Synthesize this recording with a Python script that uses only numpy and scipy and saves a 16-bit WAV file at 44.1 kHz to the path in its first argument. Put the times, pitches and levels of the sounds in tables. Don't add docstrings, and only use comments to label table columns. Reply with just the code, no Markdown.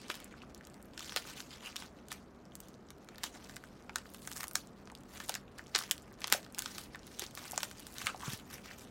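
import sys
import numpy as np
from scipy import signal
from scipy.fft import rfft, irfft, next_fast_len
from scipy.io import wavfile
from scipy.ndimage import uniform_filter1d

SR = 44100
rng = np.random.default_rng(int(sys.argv[2]) if len(sys.argv) > 2 else 0)


def gain_from_db(level_db):
    decades = np.asarray(level_db, float) / 20
    return 10 ** decades


def to_wav(s):
    ch = np.atleast_2d(s).T
    pcm = np.round(np.clip(ch, -1, 1) * 32767)
    wavfile.write(sys.argv[1], SR, pcm.astype(np.int16))


N = 392490


def evened(x):
    return x / np.sqrt(np.mean(x ** 2) + 1e-20)


def read(points, hz):
    f, value = np.transpose(points)
    return np.interp(np.log(hz + 1), np.log(f + 1), value)


def add(mix, s, sound):
    part = mix[round(s * SR):][:len(sound)]
    part += sound[:len(part)]


# f/Hz, density/dB per Hz
AIR_SPECTRUM = [(18, -36), (30, 4.5), (65, 3), (109, -3), (255, 3), (443, -2), (676, -5.5), (979, -10.5),
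                (1240, -10.5), (2740, -26), (6210, -48), (7880, -48), (14500, -42), (16500, -64)]
# f/Hz, width/Hz, level/dB
FAN_TONES = [(73.8, 3.2, -71.5), (136, 14.5, -67.5), (195, 11.3, -67.5), (234, 40, -66)]


def hum():
    air_db = -56.5
    blower_s, blower_hz, blower_db = 5.08, 130, -66.5
    size = next_fast_len(N)
    hz = np.fft.rfftfreq(size, 1 / SR)
    a, b = rng.standard_normal((2, len(hz)))
    out = gain_from_db(air_db) * evened(irfft((a + 1j * b) * gain_from_db(read(AIR_SPECTRUM, hz)), size))
    for f, width_hz, db in FAN_TONES:
        resonance = 1 / (1 + (2 * (hz - f) / width_hz) ** 2)
        out += gain_from_db(db) * evened(irfft((b + 1j * a) * resonance, size))
    blower = gain_from_db(blower_db) * evened(irfft((a - 1j * b) * hz / (1 + (hz / blower_hz) ** 6), size))
    fade_in = np.clip(10 * (np.arange(size) / SR - blower_s), 0, 1)
    return (out + blower * fade_in)[:N]


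PAPER_EDGES_HZ = [620, 2500, 7000, 16300]


def shares(hz):
    above = [1 / (1 + (f / (hz + 1)) ** n) for f, n in zip(PAPER_EDGES_HZ, [3, 6, 6, -60])]
    body = above[0] * (1 - above[1])
    middle = above[1] * (1 - above[2])
    edge = above[2] * above[3] * 9000 / (hz + 2000)
    return np.array([body, middle, edge])


# t/s, effort/dB, body/dB re effort, edge/dB re effort
GRIP = [(0.0, -56.5, -2, -17), (0.45, -68.5, 3.5, -13), (0.82, -74, 3, -5), (1.2, -60, 2, -7),
        (1.75, -61.5, -7, -15), (1.95, -70.5, 0, -14), (2.9, -74, -28, -15), (3.14, -69.5, 7, -6),
        (3.5, -65.5, 0, -9), (3.92, -70, -7, -8), (4.2, -65, -7, 1), (4.7, -72, -3, -9),
        (5.5, -75.5, 5, -10), (5.7, -63.5, -7, -7), (6.1, -71, 4.5, -11), (6.93, -65.5, -2, -15),
        (7.9, -61, -4, -3), (8.9, -66.5, -1, -6)]
# t/s, hold/s, effort/dB, body/dB re effort, edge/dB re effort
STROKES = [(1.27, 0.029, -49.5, -4, -6), (1.524, 0.016, -53.5, -2, -9), (1.666, 0.0031, -49, 1.5, -10),
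           (1.771, 0.068, -54.5, -2.5, -8), (2.564, 0.16, -70, -9, -7), (3.35, 0.0069, -55.5, 1, -13),
           (4.24, 0.16, -63, 0, 4), (3.43, 0.077, -62, 2, -5), (5.131, 0.12, -56, -1.5, -2.5),
           (5.3, 0.06, -52, -4, -10), (5.587, 0.017, -62, 5, -12), (6.236, 0.053, -56.5, 0, -9),
           (6.595, 0.24, -54, -3.5, -3.5), (7.1, 0.12, -58.5, -16, -6), (7.229, 0.0037, -49.5, -0.5, -4),
           (7.381, 0.16, -58, 4, -1), (7.634, 0.0038, -50.5, -10, 0), (7.995, 0.067, -51, -4, -3),
           (8.538, 0.0038, -51.5, 2.5, 0), (8.66, 0.068, -58, 5, -6), (8.79, 0.035, -57.5, -2.5, -3)]
SLIPS = [(0.102, 0.014, -49.5, -5, -6), (0.985, 0.14, -52.5, -4.5, -10), (1.168, 0.0036, -43, -2.5, -8),
         (2.117, 0.022, -53.5, -2, -6), (4.362, 0.076, -54.5, 0, 4), (3.24, 0.0021, -43, -7, -9),
         (3.965, 0.025, -58, 0, -15), (4.56, 0.014, -50, -4.5, -1.5), (5.756, 0.035, -44, -0.5, -30),
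         (5.79, 0.01, -45.5, -6, -1), (5.918, 0.014, -56, -4, 0), (6.328, 0.0031, -38, -6, -5),
         (8.071, 0.021, -45, -3, -21), (8.224, 0.075, -48, -2, -5), (8.32, 0.014, -45, -8, -6),
         (1.366, 0.044, -53.5, -8, -4)]


def effort():
    swell_db_per_s, ease_db_per_s = 282, 320
    jump_db_per_s, settle_db_per_s = 886, 248
    t = np.arange(0, N / SR + .01, .001)
    s, level, body, edge = np.transpose(GRIP)
    power = np.array([gain_from_db(2 * np.interp(t, s, level + c)) for c in (0, body, edge)])
    moves = ((STROKES, swell_db_per_s, ease_db_per_s), (SLIPS, jump_db_per_s, settle_db_per_s))
    for rows, rise, fall in moves:
        for at, hold_s, db, body_db, edge_db in rows:
            shape_db = db - rise * np.maximum(at - t, 0) - fall * np.maximum(t - at - hold_s, 0)
            power = power + gain_from_db(2 * (shape_db + np.array([[0], [body_db], [edge_db]])))
    total_db = 10 * np.log10(power)
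    return t, total_db[0], total_db[1] - total_db[0], total_db[2] - total_db[0]


# t/s, length/s, f/Hz, boost/dB
POCKETS = [
    (1.545, 0.047, 3400, 8),
    (1.668, 0.04, 2880, 15.5),
    (7.646, 0.014, 1480, 7),
    (8.083, 0.034, 1330, 15.5),
    (8.09, 0.028, 2700, 12),
    (8.234, 0.064, 1070, 15.5),
    (8.276, 0.017, 1520, 15),
]


def rustle():
    grains_per_s, pocket_width = 700, 0.12
    clumps = evened(uniform_filter1d(uniform_filter1d(rng.standard_normal(N), size=500), size=500))
    size = gain_from_db(3.4 * np.minimum(rng.exponential(1, N), 2.1))
    size = size * (rng.random(N) < grains_per_s / SR * gain_from_db(4 * clumps))
    uneven = gain_from_db(4.5 * np.minimum(rng.standard_normal((3, N)), 1))
    grains = signal.lfilter([1], [1, -.92], size * uneven) * rng.standard_normal(N)

    s, *columns = effort()
    fused = gain_from_db(0.28 * (np.interp(np.arange(N) / SR, s, columns[0]) + 56))
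    hiss = rng.standard_normal(N) * gain_from_db(1.5 * clumps)
    drive = (evened(grains) + fused * hiss) / np.sqrt(1 + fused ** 2)

    hz, t, z = signal.stft(drive, SR, nperseg=256, noverlap=192)
    effort_db, body_db, edge_db = (np.interp(t, s, c) for c in columns)
    layers = [row * share[:, None] for row, share in zip(z, shares(hz))]
    field = sum(gain_from_db(db) * x / np.sqrt(np.mean(abs(x) ** 2)) for db, x in zip([body_db, 0, edge_db], layers))

    folds = uniform_filter1d(rng.standard_normal(field.T.shape), size=14, axis=0)
    folds = uniform_filter1d(folds, size=7, axis=1).T
    colour_db = 3.02 * evened(folds)
    for at, length_s, pocket_hz, db in POCKETS:
        off_pitch = (hz[:, None] / pocket_hz - 1) / pocket_width
        colour_db = colour_db + db * np.exp(-((t - at) / length_s) ** 2 - off_pitch ** 2)
    plain = signal.istft(field, SR, nperseg=256, noverlap=192)[1]
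    shaped = signal.istft(field * gain_from_db(effort_db + colour_db), SR, nperseg=256, noverlap=192)[1]
    return gain_from_db(0.5) * shaped[:N] / np.std(plain)


def snap(db, low_db, edge_db, crack, travel, bands):
    flip_gain, flip_s = 2.6, .00003
    dip_hz, dip_width, dip_db = 2350, 0.18, -5
    thin_hz, band_width = 694, 0.11
    t, hz = np.arange(len(crack)) / SR, np.fft.rfftfreq(len(crack), 1 / SR)
    late = np.maximum(t - .004, 0)
    ring_s = 0.0048 + 0.00053 * np.clip(low_db + 13, 0, 12)
    lasts_s = ring_s * np.array([[1.6], [1], [.7]])
    flip = flip_gain * np.exp(-((late - .0003) / flip_s) ** 2) * np.sign(crack[0])
    bursts = (crack * (1 - np.exp(-late / 0.00028)) + flip) * gain_from_db(-60 * late / lasts_s)

    spread = np.exp(-2j * np.pi * 0.0837 * (0.33 + travel) * (np.sqrt(hz) - hz / 140))
    dip = gain_from_db(dip_db * np.exp(-(np.log((hz + 1) / dip_hz) / dip_width) ** 2))
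    shaping = dip / (1 + (thin_hz / (hz + 1)) ** 4)
    parts = irfft(rfft(bursts) * spread * shares(hz) * shaping)
    peaks = np.sqrt(uniform_filter1d(parts ** 2, size=64).max(axis=1))
    mixed = (gain_from_db(np.array([low_db - 4.0, 0, edge_db + 0.5])) / peaks) @ parts
    colour_db = sum(gain_db * np.exp(-(np.log((hz + 1) / f) / band_width) ** 2) for f, gain_db in bands)
    return gain_from_db(db) * irfft(rfft(mixed) * gain_from_db(colour_db))


# t/s, peak level/dB, low body/dB re peak, bright edge/dB re peak
PRYING = [(0.1013, -35.5, 10, -9), (0.112, -62, 12, -8), (0.1427, -44, -1, -12), (0.1541, -47.5, 3, 0),
          (0.2444, -66, 5, 21), (0.5475, -49, -27, -2), (0.8271, -72, -7, 20), (0.9773, -40, -1.5, -16),
          (0.994, -40, -6, -11), (1.0456, -44, -18, -16), (1.0953, -46, -1, -22), (1.1224, -44, 6, -12),
          (1.1626, -29, 1.5, -6.5), (1.1713, -34, 4, -17), (1.4038, -41, -1.5, -10),
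          (1.7593, -39.5, 1, -15), (1.7647, -34, -13, -10), (1.8229, -47.5, 7.5, -10),
          (2.1177, -43.5, 8.5, 1), (2.1269, -47.5, 1, 5), (2.5539, -54, 0.5, 12),
          (2.6033, -56.5, 2.5, 12.5), (3.0882, -49, 5.5, -14), (3.1825, -48.5, 1.5, -4),
          (3.2349, -36, 1.5, -5), (3.2391, -33.5, 3, -3), (3.4958, -50, 7, -10), (3.5661, -45.5, 6.5, -1.5)]
TUGGING = [(3.895, -53, 18, -15), (3.9588, -29.5, 5, -6.5), (3.984, -45, 0, -5), (4.0566, -67, 23, -9),
           (4.146, -49, 2.5, 0.5), (4.275, -47.5, 12, -2), (4.3158, -47.5, 8, 4), (4.3274, -47.5, -17, 2),
           (4.365, -47, -6, 5.5), (4.3712, -47, 4, 5), (4.408, -38.5, -13, -7), (4.432, -49.5, 16.5, 9),
           (4.441, -50, 16, 11), (4.4819, -53, -19, 16), (4.5118, -54.5, 8, 9), (4.553, -45, -18, -5),
           (4.5551, -24.5, 0, -5), (4.874, -52.5, 8, -33), (4.9002, -57.5, 13.5, -12),
           (4.9516, -44, -39, -12), (5.2024, -44.5, 8.5, -6), (5.2884, -46, 4, -3), (5.2944, -33.5, 7, 2),
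           (5.3416, -35.5, -4, -10), (5.3524, -34.5, -3, -6), (5.585, -47, -2, -6), (5.593, -58, 13, -13)]
RIPPING = [(5.749, -27, -6.5, -31), (5.7514, -21, -4, -35), (5.759, -27.5, 1.5, -13),
           (5.7619, -25, -10, -32), (5.7688, -36.5, 0, -21), (5.789, -34.5, 2.5, 0),
           (5.8246, -42, -13, -11), (5.8373, -40.5, 1, -13), (5.9119, -21, -9, -4), (5.9168, -36, -2, 5),
           (5.98, -46.5, -6, -6), (6.2185, -44.5, 3.5, -11), (6.243, -28.5, -5, -29), (6.2727, -47, 4, 7.5),
           (6.2796, -38, -1, -8), (6.3203, -45, 14, -6), (6.325, -21.5, 4, 2), (6.349, -58, 8, -6),
           (6.335, -30, -1, -15), (6.34, -31, -9, -15), (6.4644, -60, 15, -7), (6.5472, -43.5, -29, -5),
           (6.58, -47, 9.5, -26), (6.586, -52, 10, 18.5), (6.5918, -33.5, -8, 2), (6.6217, -40.5, -0.5, 3),
           (6.6595, -33.5, 0, -32), (6.7824, -40, 3, -2), (6.9476, -50, 12.5, -27)]
OPENING = [(7.195, -37.5, -4, 4), (7.2206, -39, -1, -8), (7.2392, -44, 1.5, -9), (7.265, -54, -22, -10),
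           (7.352, -50, -12, 8.5), (7.3746, -44, 7, -7), (7.3924, -45.5, -3, -15), (7.454, -58, 12, 9),
           (7.482, -49, -15, -2), (7.52, -47.5, -22, 9.5), (7.5339, -66, 8, 5), (7.5779, -39, 11.5, -0.5),
           (7.605, -42.5, 3, -8), (7.632, -32, 5.5, -3), (7.713, -47.5, 5, -3), (7.796, -50, -3, 0),
           (7.868, -47, 1, 2), (7.9836, -37.5, -7, -6), (8.0163, -52.5, 17.5, -10), (8.061, -41.5, -15, 0),
           (8.0693, -30.5, 5.5, -13.5), (8.0745, -53, -1, -22), (8.1443, -62.5, 18, -12),
           (8.2066, -58, 16, -3), (8.3213, -46, -18, -3), (8.3342, -48, 8, 9)]
# t/s, peak level/dB
TICKS = [(0.017, -56), (0.2025, -50), (2.983, -68), (3.046, -66), (0.611, -63), (0.6711, -52.5),
         (0.7431, -55.5), (1.1, -55), (1.5729, -59), (2.0849, -54.5), (2.685, -60), (3.544, -60),
         (2.905, -50), (4.221, -54), (4.2518, -57), (3.552, -65), (5.9, -56.5), (5.0354, -62.5),
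         (3.639, -58), (6.957, -59.5), (6.2062, -56), (6.301, -45), (6.445, -56), (7.0689, -58),
         (4.4713, -55), (7.077, -54), (7.3103, -57), (7.5608, -47), (7.2, -50), (8.5116, -51)]
# t/s, f/Hz, gain/dB
SNAP_BANDS = [(0.1013, 587, 14), (0.1013, 7450, -18), (1.1626, 890, -32), (1.1713, 760, -25),
         (1.1713, 1110, -25), (3.2391, 2390, -25), (3.9588, 2260, -10), (4.5551, 2830, -18),
         (5.2948, 1940, -13), (5.2948, 1130, -23), (5.762, 696, 21), (5.9119, 9300, -13),
         (5.9119, 4300, -14), (6.325, 810, 10), (6.325, 2350, 12), (7.5783, 12000, -17), (7.5783, 7260, 17),
         (7.6321, 1850, -8), (8.0699, 8300, 10.5), (8.0699, 2300, 9.5),
         (3.9588, 3000, -13),
]


def snaps():
    tick_body_db, tick_edge_db, tick_spread_db = -3.5, -1.5, 5
    tints = tick_spread_db * rng.standard_normal((len(TICKS), 2)) + [tick_body_db, tick_edge_db]
    rows = PRYING + TUGGING + RIPPING + OPENING
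    rows = rows + [(*tick, *tint) for tick, tint in zip(TICKS, tints)]
    cracks, travels = rng.standard_normal((len(rows), 1024)), rng.random(len(rows))
    folds = SNAP_BANDS
    owner = [np.argmin([abs(row[0] - fold[0]) for row in rows]) for fold in folds]
    out = np.zeros(N)
    for k, ((s, *row), crack, travel) in enumerate(zip(rows, cracks, travels)):
        bands = [fold[1:] for fold, j in zip(folds, owner) if j == k]
        add(out, s - .0044, snap(*row, crack, travel, bands))
    return out


# t/s, peak level/dB,
# f/Hz
CRACKLES = [(0.0834, -39, 6700), (0.114, -37, 2920), (0.1162, -39, 6700), (0.2265, -48, 2920),
            (0.3408, -50.5, 1520), (0.42, -44.5, 3020), (0.436, -53, 1280), (0.5782, -47, 7910),
            (0.6103, -49, 1780), (0.643, -51, 4810), (0.652, -43, 6700), (0.6999, -48, 6700),
            (0.8561, -49, 13000), (0.9359, -46.5, 4030), (1.0067, -48, 1300), (1.0067, -38, 5700),
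            (1.095, -35, 3450), (1.253, -51, 1400), (1.4258, -50, 2900), (1.5605, -47, 5700),
            (1.3874, -44, 1810), (1.768, -37, 3450), (1.8455, -51, 1400), (1.7286, -49, 2800),
            (1.7221, -48, 5700), (1.99, -50, 2480), (2.4544, -52, 5680), (2.5214, -53, 2920),
            (2.742, -49, 4000), (2.888, -50, 4810), (3.158, -46, 4810), (3.4926, -48, 10000),
            (3.3594, -51.5, 790), (3.427, -51.0, 2920), (3.443, -45, 7910), (3.4466, -44, 5680),
            (3.5614, -37, 7910), (3.6389, -48, 1510), (3.6577, -55, 7910), (3.8248, -53, 5680),
            (3.8466, -51.5, 1280), (3.9341, -55, 3400), (4.092, -50.5, 4810), (4.1022, -46, 13000),
            (4.1381, -38, 11010), (4.1725, -46, 11010),
            (4.2748, -27.5, 7960), (4.3332, -35, 6700), (4.3471, -44, 11010), (4.3771, -42.0, 6700),
                   (4.38, -35, 7910), (4.3935, -49.5, 1080), (4.4025, -41, 6000), (4.4329, -36.0, 11010),
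                   (4.5342, -33, 13000), (4.5756, -39, 6700), (4.6729, -45.5, 7900), (4.856, -52, 6660),
                   (4.9183, -45, 7910), (4.9223, -52, 925), (4.9757, -51, 5680), (4.9862, -52, 7910),
                   (5.0076, -51, 7910), (5.2037, -45, 1300), (5.262, -41, 9330), (5.282, -37, 9330),
                   (5.2885, -40.0, 9330), (5.3144, -44.0, 4070), (5.481, -53, 2920), (5.5943, -42.5, 1770),
                   (5.6636, -53, 3450), (5.6696, -46, 5680), (5.6811, -48, 5680), (5.2391, -40, 11000),
                   (5.7814, -35.0, 3450), (5.7819, -28, 13000), (5.8073, -33, 3450), (5.8128, -42, 1280),
                   (5.8786, -41, 13000), (5.9679, -48, 7910), (6.0218, -48, 7910), (6.0278, -49, 9330),
                   (5.955, -48, 2900), (6.1206, -52, 1505), (6.1276, -48, 13000), (6.1331, -53, 4810),
                   (6.141, -51, 5680), (6.1889, -53, 4810), (6.1999, -53, 9330), (6.2443, -36.5, 1060),
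            (6.3278, -32, 1100), (6.341, -32, 1520), (6.3471, -31, 6700), (6.3486, -37, 660),
                 (5.3577, -38, 1690), (6.4304, -42, 5680), (6.449, -44, 4070), (6.5247, -42, 11010),
                 (6.5481, -42, 3480), (6.586, -30, 13000), (6.5867, -46, 1510), (6.6052, -44, 1510),
                 (6.6783, -42.0, 5680), (6.7791, -44, 5680), (6.7906, -36, 7910), (6.9575, -43, 1490),
                 (6.9932, -47, 5680), (7.0325, -49, 4810), (7.1183, -53, 4070), (7.2653, -38, 5680),
                 (7.3658, -46.0, 6700), (7.4246, -47.0, 13000), (7.4413, -42, 4810), (7.479, -39, 5680),
                 (7.5015, -40, 9330), (7.5116, -30, 7910), (7.5342, -43.5, 780), (7.5783, -23.5, 6700),
                 (7.6202, -42, 7910), (7.5853, -38, 6500), (7.6352, -42, 690), (7.6376, -36, 5680),
                 (7.6965, -44, 5680), (7.8023, -36, 9330), (7.8756, -45, 11010), (7.9255, -43, 9330),
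                 (7.942, -36, 10800), (7.702, -42, 11000), (8.162, -45, 5700), (8.0642, -41, 1280),
                 (8.147, -45.5, 790), (8.2128, -40, 7910), (8.228, -45, 1510), (8.2341, -44, 1080),
                 (8.2792, -40.0, 5680), (8.2823, -43, 1280), (8.3253, -38, 4070), (8.3625, -47.0, 4810),
                 (8.3765, -39, 11010), (8.5358, -51, 1080), (8.583, -47.5, 2090), (8.7126, -41.5, 1900)]


def crackles():
    cycles, thinness, sag, gain_db = 0.68, 0.23, 0.39, 4.5
    follow_gain, follow_s = -.6, .0016
    out, rows = np.zeros(N), CRACKLES
    for (s, db, hz), lags in zip(rows, rng.random((len(rows), 2))):
        lasts_s = cycles / hz * (1500 / hz) ** thinness
        u = np.arange(0, 7, 1 / (lasts_s * SR))
        turns = hz * lasts_s * u * (1 + sag * np.exp(-u))
        click = gain_from_db(db + gain_db) * u * np.exp(1 - u) * np.sin(2 * np.pi * turns)
        add(out, s - lasts_s, click)
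        for lag in lags:
            add(out, s - follow_s * (lag - .2), follow_gain * click)
    return out


# t/s, level/dB, start f/Hz, end f/Hz, t60/s
THUMPS = [
    (0.098, -38, 480, 295, 0.039),
    (1.163, -25.5, 626, 350, 0.011),
    (5.2962, -32, 885, 420, 0.025),
    (5.752, -35, 685, 326, 0.048),
    (6.326, -32, 700, 180, 0.04),
    (7.579, -23, 890, 504, 0.011),
    (7.222, -36, 454, 344, 0.043),
    (8.044, -37.5, 159, 90, 0.055),
    (8.2795, -30, 250, 120, 0.075),
    (8.333, -34, 220, 100, 0.05),
]


def thumps():
    sag_s, attack_s = 0.0031, 0.00088
    out, t = np.zeros(N), np.arange(6000) / SR
    for s, db, start_hz, end_hz, t60 in THUMPS:
        hz = end_hz + (start_hz - end_hz) * np.exp(-t / sag_s)
        tone = np.sin(2 * np.pi * np.cumsum(hz) / SR)
        add(out, s, gain_from_db(db - 60 * t / t60) * tone * np.minimum(t / attack_s, 1))
    return out


# f/Hz, t60/s
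ROOM_DECAY = [(300, 0.49), (800, 0.16), (2100, 0.077), (5500, 0.087), (14000, 0.067)]


def room():
    taps = np.zeros(SR // 2)
    at = np.arange(120, SR // 2 - 20, 12)
    taps[at + rng.integers(0, 12, len(at))] = rng.choice([-1., 1.], len(at))
    hz, t, z = signal.stft(taps, SR, nperseg=256)
    tail = signal.istft(z * gain_from_db(-60 * t / read(ROOM_DECAY, hz)[:, None]), SR, nperseg=256)[1]
    return tail / np.linalg.norm(tail)


def scene():
    echo_db = -11
    folds, rub, echoes, air = snaps(), rustle(), room(), hum()
    ticks = folds + crackles()
    wet = signal.oaconvolve(gain_from_db(echo_db) * (ticks + rub), echoes)[:N]
    return (ticks + rub + thumps() + wet + air)[None]


def roll_off(x):
    return signal.sosfilt(signal.butter(12, 16830, fs=SR, output="sos"), x)


def record(dry):
    limited = signal.oaconvolve(dry, signal.firwin(1023, 16000, fs=SR)[None], "same")
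    limited = signal.lfilter(*signal.butter(2, 42, "high", fs=SR), limited)
    return roll_off(limited)


dry = scene()
out = record(dry)
to_wav(out)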